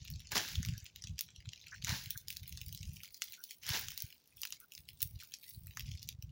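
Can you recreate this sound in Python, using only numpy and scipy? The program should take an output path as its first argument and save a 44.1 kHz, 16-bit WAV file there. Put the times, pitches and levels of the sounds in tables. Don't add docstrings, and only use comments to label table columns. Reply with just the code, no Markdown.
import sys
import numpy as np
from scipy import signal
from scipy.fft import rfft, irfft
from scipy.io import wavfile
from scipy.ndimage import uniform_filter1d, minimum_filter1d

SR = 44100
rng = np.random.default_rng(int(sys.argv[2]) if len(sys.argv) > 2 else 0)


def to_wav(s):
    ch = np.atleast_2d(s).T
    pcm = np.round(np.clip(ch, -1, 1) * 32767)
    wavfile.write(sys.argv[1], SR, pcm.astype(np.int16))


N = 278428

# time in seconds, level in dB, treble relative to that level in dB.
SIZZLE_LEVELS = [(0, -58, -21.5), (.6, -64.5, -15), (.87, -64, -38.5), (.92, -65.5, -12), (1.0, -61.5, -30),
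                 (1.4, -58, -13.5), (1.45, -67, -14), (1.52, -60.5, -10), (1.8, -58, -11.5),
                 (1.9, -61.5, -12), (2.2, -66, 0), (2.35, -60.5, -6), (3.1, -59, -2), (3.32, -57.5, -3),
                 (3.53, -62.5, -0.5), (3.59, -64, 0.5), (4.05, -60, -2), (4.2, -64.5, 0), (4.55, -61.5, -3),
                 (4.63, -61.5, 1), (4.67, -69.5, 1.5), (4.76, -64, 2), (5.12, -63, -2.5), (5.22, -59, -4),
                 (5.38, -61, -2), (5.48, -59, 2.5), (5.6, -65, 1), (5.87, -59, -7.5), (6.12, -62, -13.5),
                 (6.17, -73.5, -1.5), (6.31, -66.5, -7.5)]
# frequency in Hz, gain in dB.
BODY_SPECTRUM = [(900, -52.5), (1500, -13), (2300, -9), (3000, -6.5), (5800, -4), (7000, -9), (8200, -24),
                 (9500, -25.5)]
TREBLE_SPECTRUM = [(6500, -40.5), (8000, -11.5), (11000, -9.5), (13800, -15.5), (15000, 1), (15800, 2),
                   (16100, -39), (17500, -67)]
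LOW_MID_SPECTRUM = [(170, 0), (350, -5.5), (550, -7.5), (930, 2), (1300, -8), (1700, -3), (3000, -45)]


def undb(db):
    return 10 ** (np.asarray(db) / 20)


def unit(x):
    return x / np.sqrt(np.mean(x ** 2))


def peak(x):
    return x / np.abs(x).max()


def ring(x, hz, q):
    return signal.lfilter(*signal.iirpeak(hz, q, SR), x)


def highpass(x, hz, order=4):
    return signal.sosfilt(signal.butter(order, hz, "high", fs=SR, output="sos"), x)


def colour(x, spectrum):
    hz, db = np.transpose(spectrum)
    grid_hz = np.maximum(np.fft.rfftfreq(4096, 1 / SR), 1)
    cepstrum = irfft(np.log(undb(np.interp(np.log(grid_hz), np.log(hz), db))))
    cepstrum[1:2048] *= 2
    cepstrum[2049:] = 0
    response = irfft(np.exp(rfft(cepstrum)))[:2048]
    return signal.fftconvolve(x, response)[:len(x)]


def curves(table):
    times, *columns = np.transpose(table)
    return [np.interp(np.arange(N) / SR, times, column) for column in columns]


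def wander(per_s):
    hold = int(SR / per_s)
    stairs = np.repeat(rng.standard_normal(N // hold + 1), hold)
    return unit(uniform_filter1d(uniform_filter1d(stairs, hold), hold)[:N])


def add(out, start_s, sound):
    i = max(int(start_s * SR), 0)
    out[i:i + len(sound)] += sound[:N - i]


def grains(per_s, spread_db, tail_s):
    hit, size = rng.random(N) < per_s / SR, rng.exponential(size=N)
    t = np.arange(int(.02 * SR)) / SR
    energy = hit * undb(2 * spread_db * np.minimum(size, 4))
    power = signal.fftconvolve(energy, np.exp(-2 * t / tail_s))[:N]
    return unit(np.sqrt(np.maximum(power, 0)) * rng.standard_normal(N))


def crackle(per_s, spread_db, tail_s, hiss, flicker_db, q):
    out = grains(per_s, spread_db, tail_s) + hiss * rng.standard_normal(N)
    for hz in np.geomspace(1600, 7000, num=6):
        out += 0.34 * unit(ring(grains(per_s / 4, spread_db, tail_s), hz, q))
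    return unit(out * undb(flicker_db * wander(30)))


def self_noise(level_db=-80.5):
    # frequency in Hz, gain in dB.
    floor_spectrum = [(60, -38), (150, -4.5), (300, -8), (500, -13), (1200, -20), (2500, -24.5),
                      (8000, -29.5), (16000, -56)]
    return undb(level_db) * unit(colour(rng.standard_normal(N), floor_spectrum))


def breeze(width_cycles=0.53):
    # time in seconds, level in dB.
    rumble_levels = [(0, -51), (.4, -66), (.64, -51.5), (.7, -39.5), (.86, -71.5), (1.12, -56.5),
                     (1.28, -66.5), (1.7, -59.5), (1.9, -44.5), (2.07, -54.5), (2.26, -57), (2.42, -61.5),
                     (2.53, -59.5), (2.74, -60.5), (2.93, -49), (3.1, -68.5), (3.48, -87), (3.7, -63),
                     (4.06, -73), (4.16, -82.5), (4.69, -81.5), (4.8, -60.5), (5.15, -61.5), (5.27, -80),
                     (5.46, -76), (5.56, -60), (5.95, -50.5), (6.04, -63), (6.31, -50)]
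    # frequency in Hz, gain in dB.
    rumble_spectrum = [(20, -26.5), (40, -2.5), (80, 2), (150, -4.5), (230, -20), (330, -47), (500, -60)]
    # centre in seconds, envelope peak in dB, frequency in Hz.
    buffets = [(0.021, -39, 102), (0.152, -53, 66), (0.333, -41.5, 115), (0.584, -24.5, 74.5),
               (.603, -30.5, 151), (.678, -31.5, 96), (0.691, -28, 100), (0.726, -32, 104),
               (.778, -40.5, 107), (0.832, -43, 82), (1.049, -40, 101), (1.102, -39, 95),
               (1.132, -43, 69.5), (1.389, -45.5, 63), (1.48, -36.5, 99.5), (1.843, -37, 115),
               (1.9, -30.5, 93), (1.927, -30, 127), (1.944, -41, 128), (1.999, -57, 86), (2.073, -41.5, 98),
               (2.163, -42, 102), (2.422, -44.5, 85.5), (2.62, -45.5, 95), (2.672, -47, 72.6),
               (2.81, -39.5, 108), (2.875, -37, 64), (2.894, -36.5, 106), (2.94, -43, 115),
               (3.709, -31.5, 104), (4.044, -38, 98), (5.031, -41, 90), (5.057, -38.5, 94),
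               (5.143, -40, 79), (5.162, -38, 74), (5.578, -40, 105), (5.694, -40.5, 82), (5.836, -38, 63),
               (5.891, -40, 111), (5.919, -37, 97), (5.951, -34.5, 81), (6.149, -43, 100), (6.192, -40, 99),
               (6.244, -36, 80)]
    rumble_db = curves(rumble_levels)[0] + 4.5 * wander(22) + 2.9 * wander(6)
    out = undb(rumble_db) * unit(colour(rng.standard_normal(N), rumble_spectrum))
    for (centre_s, peak_db, hz), phase in zip(buffets, rng.random(len(buffets))):
        cycles = np.arange(-3 * width_cycles, 3 * width_cycles, hz / SR)
        envelope = undb(peak_db) * np.exp(-(cycles / width_cycles) ** 2)
        wave = np.sin(2 * np.pi * (cycles + phase)) + 0.026 * np.sin(5.5 * np.pi * cycles)
        add(out, centre_s - 3 * width_cycles / hz, envelope * wave)
    return out


def footsteps(roll_from_db=-16.5, lift_db_per_s=-170, low_db_per_s=-110):
    # start, roll-on and hold in seconds, crunch in dB,
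    # low mids relative to the crunch in dB, thud of the sole relative to the low mids in dB.
    footfalls = [(0.304, .016, 0.0044, -45.5, -6, -14.5), (0.348, 0.0067, 0.016, -37.5, -3.5, -7),
                 (1.85, 0.034, 0.059, -43.5, -8.5, -27), (3.616, 0.12, 0.034, -42, -8.5, -23)]
    grit = crackle(900, spread_db=1.5, tail_s=0.0011, hiss=0.78, flicker_db=1.6, q=4.2)
    body, treble, low = (unit(colour(grit, spectrum))
                         for spectrum in (BODY_SPECTRUM, TREBLE_SPECTRUM, LOW_MID_SPECTRUM))
    thud = unit(ring(low, hz=380, q=1.1))
    out = np.zeros(N)
    for start_s, roll_s, held_s, crunch_db, low_db, thud_db in footfalls:
        t = np.arange(N) / SR - start_s
        roll_db = roll_from_db * np.clip(1 - t / roll_s, 0, 1)
        lifted_s = np.maximum(t - roll_s - held_s, 0)
        settling = undb(-9.5 - 40 * lifted_s)
        fall = np.hypot(undb(lift_db_per_s * lifted_s), settling)
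        envelope = (t > 0) * undb(crunch_db + roll_db) * fall
        fullness = undb(low_db + roll_db + low_db_per_s * lifted_s)
        out += envelope * (body + undb(-8) * treble + fullness * (low + undb(thud_db) * thud))
    return out


def whistles(breathy=0.25):
    # start and length in seconds, pitch and bandwidth in Hz,
    # rms level before the taper in dB.
    tones = [(0.731, .05, 1650, 190, -63), (1.67, 0.038, 1430, 140, -75), (1.715, 0.04, 1610, 295, -47.5),
             (2.149, 0.021, 1630, 295, -53), (3.365, .07, 1487, 160, -64), (4.605, 0.053, 1414, 190, -65),
             (5.447, 0.063, 2020, 149, -69)]
    out = np.zeros(N)
    for start_s, length_s, hz, width_hz, db in tones:
        broad = ring(rng.standard_normal(SR // 4), hz, hz / width_hz)
        narrow = ring(broad, hz, hz / width_hz)
        tone = unit(unit(narrow) + breathy * unit(broad))[-int(length_s * SR):]
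        add(out, start_s, undb(db) * tone * np.sqrt(np.hanning(len(tone))))
    return out


def hiss_bands(width_hz=260, swing_db=6):
    noise = rng.standard_normal(N)
    out = np.zeros(N)
    for hz in np.linspace(1500, 7200, num=20):
        band = ring(ring(noise, hz, hz / width_hz), hz, hz / width_hz)
        out += band * undb(swing_db * np.tanh(wander(8.1)))
    return unit(out)


def sizzle():
    level_db, treble_db = curves(SIZZLE_LEVELS)
    twigs = crackle(520, spread_db=4.0, tail_s=0.0015, hiss=0.07, flicker_db=1.98, q=1.2)
    body = unit(highpass(colour(twigs + 0.45 * hiss_bands(), BODY_SPECTRUM), 1900))
    treble = undb(treble_db) * unit(colour(twigs, TREBLE_SPECTRUM))
    low = undb(-29) * unit(colour(twigs, LOW_MID_SPECTRUM))
    return undb(level_db) * (body + treble + low)


def small_pops(per_s=50, over_sizzle_db=14, spread_db=4):
    level_db, treble_db = curves(SIZZLE_LEVELS)
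    when, size, pitch, dullness = rng.random((int(per_s * N / SR), 4)).T
    at = (when * (N - 1)).astype(int)
    body_db = level_db[at] + over_sizzle_db - spread_db * np.log(np.clip(size, .08, 1))
    ring_hz = 2400 * 2 ** (1.4 * pitch)
    return list(zip(at / SR, body_db, ring_hz, body_db + treble_db[at] - 14 * dullness, body_db - 40.5))


def cracks(ground_reflection=0.43, ring_q=3.5, port_hz=13400):
    # start in seconds,
    # peak of the body in dB, resonance in Hz, peak of the treble in dB, peak of the low mids in dB.
    sharp_cracks = [(.0498, -48, 4870, -40.5, -60), (0.1022, -35.5, 4070, -33, -75),
                    (0.1135, -38, 5670, -44, -76), (.1246, -63, 6460, -44, -79),
                    (.2037, -36, 5000, -42, -64), (0.2717, -35, 5030, -68, -70.5),
                    (0.3191, -21.5, 6400, -35, -39.5), (.3346, -39, 6420, -45, -56),
                    (0.356, -19, 1810, -39, -40), (0.368, -21, 3400, -37.5, -55.5),
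                    (.3787, -19.5, 3140, -38, -49), (.4788, -31, 4970, -45, -53),
                    (.486, -35.5, 4970, -33, -46), (0.5549, -28, 3770, -45, -52),
                    (0.6297, -28.5, 2100, -65, -52), (0.6499, -25, 2620, -38.5, -70),
                    (0.6607, -34.5, 5050, -35, -50), (.687, -29.5, 3000, -46, -49.5),
                    (.779, -36, 4970, -37.5, -83), (0.8438, -39.5, 5430, -40, -82),
                    (0.8564, -35.5, 3200, -56, -77), (0.8644, -33.5, 3320, -53, -61),
                    (0.9604, -32, 3670, -38, -64), (1.0221, -35, 5450, -65, -77),
                    (1.0396, -32.5, 4470, -68, -57), (1.0719, -34, 3100, -60, -79),
                    (1.1913, -22, 5200, -31, -53), (1.209, -23, 5800, -20.5, -56),
                    (1.288, -39.5, 3520, -54, -57), (1.362, -36, 4870, -75, -76),
                    (1.4045, -38, 2800, -63.5, -88), (1.456, -40, 4020, -55, -56),
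                    (1.4905, -30, 3600, -62, -77), (1.5335, -31, 2850, -48, -78),
                    (1.5653, -53, 5150, -70, -89), (1.6686, -36, 2810, -45, -81),
                    (1.683, -37, 3000, -69, -80), (1.824, -31, 3800, -48.5, -60),
                    (1.8466, -22, 6060, -39, -53), (1.8707, -27, 1660, -59, -78),
                    (1.8932, -23, 2660, -52, -44), (1.9103, -26.5, 1750, -51, -59),
                    (2.0393, -45, 2670, -37, -77), (2.0594, -32.5, 2660, -32.5, -81),
                    (2.106, -25, 3700, -19.5, -93), (2.176, -29.5, 5340, -26.5, -96),
                    (2.2833, -26, 5070, -30.5, -74), (2.304, -27.5, 2900, -29, -81),
                    (2.3272, -35, 4550, -36, -70), (2.3689, -27.5, 4260, -29.5, -66),
                    (2.432, -37, 4040, -39.5, -72), (2.478, -39, 5210, -33, -67),
                    (2.4935, -35.5, 5250, -33, -68), (2.5248, -34, 2800, -39, -91),
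                    (2.574, -31, 4260, -53.5, -58), (2.615, -31.5, 2980, -33, -90),
                    (2.663, -34, 4390, -33, -84), (2.684, -44, 5070, -33, -87),
                    (2.7266, -32.5, 3380, -33, -82), (2.7483, -32, 4640, -32, -76),
                    (2.7755, -33.5, 5900, -53, -85), (2.8303, -33, 2610, -58, -89),
                    (3.0343, -32.5, 5630, -35.5, -56.5), (3.144, -35, 4910, -38.5, -83),
                    (3.22, -19.5, 5370, -37, -38.5), (3.24, -42.5, 6700, -33.5, -96),
                    (3.285, -39, 4870, -47, -64), (3.3226, -34.5, 4400, -34, -84),
                    (3.3395, -34, 4010, -51, -92), (3.439, -30.5, 6000, -29, -74),
                    (3.509, -31, 3120, -36, -96), (3.6661, -28.5, 6400, -34, -52),
                    (3.6908, -25, 5800, -22, -41.5), (3.703, -24.5, 2620, -55, -54),
                    (3.7942, -41, 6560, -26.5, -57), (3.8118, -43, 3540, -27.5, -49),
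                    (3.8846, -26, 6200, -34, -46), (3.905, -33.5, 3220, -35, -83),
                    (3.9185, -33, 6600, -35, -52), (3.9768, -26.5, 5840, -26, -57),
                    (4.0036, -30, 5280, -31, -65), (4.022, -30, 5800, -22.5, -78),
                    (4.127, -39, 4500, -43.5, -73), (4.37, -44, 7400, -39, -66),
                    (4.4174, -31.5, 5330, -24.5, -81), (4.4335, -22.5, 3030, -35, -47),
                    (4.4525, -26.5, 3070, -29.5, -41), (4.4722, -33, 6590, -46, -67),
                    (4.5054, -36.5, 3200, -35, -90), (4.5243, -27, 4350, -45, -50.5),
                    (4.6023, -42.5, 5380, -35, -65), (4.7209, -34.5, 3270, -39.5, -72),
                    (4.737, -37.5, 5870, -41, -72), (4.7513, -31.5, 5460, -39, -79),
                    (4.778, -34.5, 3280, -46, -81), (4.8887, -33.5, 3000, -38, -93),
                    (5.0053, -33, 3300, -37, -60.5), (5.0192, -28.5, 5500, -19.5, -64),
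                    (5.028, -19.5, 6740, -15, -60), (5.074, -38.5, 4930, -35.5, -85),
                    (5.215, -39, 5300, -58.5, -85), (5.225, -39.5, 1860, -60, -47.5),
                    (5.235, -39.5, 3050, -37, -60), (5.274, -43.5, 4500, -41, -80),
                    (5.321, -37.5, 2860, -41.5, -69), (5.339, -26.5, 5400, -43, -64),
                    (5.4969, -48, 4250, -35.5, -69), (5.6703, -35.5, 6860, -36.5, -60),
                    (5.772, -28, 2350, -37, -35.5), (5.7955, -30.5, 3000, -30.5, -83),
                    (5.8068, -31, 2880, -42, -85), (5.8591, -39, 2960, -56, -85),
                    (5.9163, -33, 3430, -53, -83), (5.8813, -41.5, 2810, -63.5, -82),
                    (5.953, -40, 7280, -48.5, -84), (5.9748, -38.5, 4800, -64, -85),
                    (5.9943, -39.5, 5200, -51.5, -85), (6.0293, -30.5, 4860, -34.5, -86),
                    (6.0892, -25, 3660, -30, -82), (6.2247, -34.5, 5600, -37.5, -69.5)]
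    rows = sharp_cracks + small_pops()
    out, t = np.zeros(N), np.arange(int(.12 * SR)) / SR
    impulse = 1. * (t == 0)
    crumble = undb(-11) * np.exp(-t / 0.00026)
    scatter = undb(-29) * np.exp(-t / 0.0061) + undb(-42) * np.exp(-t / 0.036)
    port_ring = ring(impulse, port_hz, q=15.0)
    tick = peak(highpass(0.17 * impulse + port_ring, 8200, order=3))
    heights, noises = rng.random(len(rows)), rng.standard_normal((len(rows), len(t)))
    for (start_s, body_db, ring_hz, treble_db, low_db), height, noise in zip(rows, heights, noises):
        tail = (crumble + scatter) * noise
        crack = impulse + tail
        echo_lag = int((.0004 + 0.0012 * height) * SR)
        bounced = crack + ground_reflection * np.pad(crack, (echo_lag, 0))[:len(t)]
        body = peak(ring(bounced, ring_hz, ring_q)) + 1.36 * peak(colour(bounced, BODY_SPECTRUM))
        body = peak(highpass(body, min(2100, 0.67 * ring_hz)))
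        treble = peak(tick + 0.5 * peak(colour(tail, TREBLE_SPECTRUM)))
        low = peak(ring(ring(bounced, 1400, q=1.9), 1400, q=1.9))
        add(out, start_s, undb(body_db) * body + undb(treble_db) * treble + undb(low_db) * low)
    return out


def suppress(x, over_db=6.0, depth_db=-14, memory=0.53, release=0.46, hold_frames=12):
    spectra = signal.stft(x, nperseg=512, noverlap=384)[2]
    power = uniform_filter1d(np.abs(spectra) ** 2, 3, axis=0)
    power = signal.lfilter([1 - memory], [1, -memory], power, axis=1)
    threshold = np.percentile(power, 25, axis=1, keepdims=True) * undb(2 * over_db)
    opening = np.maximum(1 - threshold / (power + 1e-18), 0)
    opening = -minimum_filter1d(-opening, size=hold_frames, axis=1, origin=hold_frames // 2 - 3)
    for i in range(1, opening.shape[1]):
        opening[:, i] = np.maximum(opening[:, i], release * opening[:, i - 1])
    gain = undb(depth_db) + (1 - undb(depth_db)) * opening
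    return signal.istft(spectra * gain, nperseg=512, noverlap=384)[1][:N]


def scene():
    floor = self_noise()
    airborne = cracks() + whistles() + sizzle() + footsteps()
    return np.array([airborne, breeze() + floor])


def record(dry):
    mix = highpass(suppress(dry[0]) + dry[1], 48, order=2)
    top_cut = signal.ellip(10, .2, 75, 16900, fs=SR, output="sos")
    return signal.sosfilt(top_cut, mix)[None]


dry = scene()
out = record(dry)
to_wav(out)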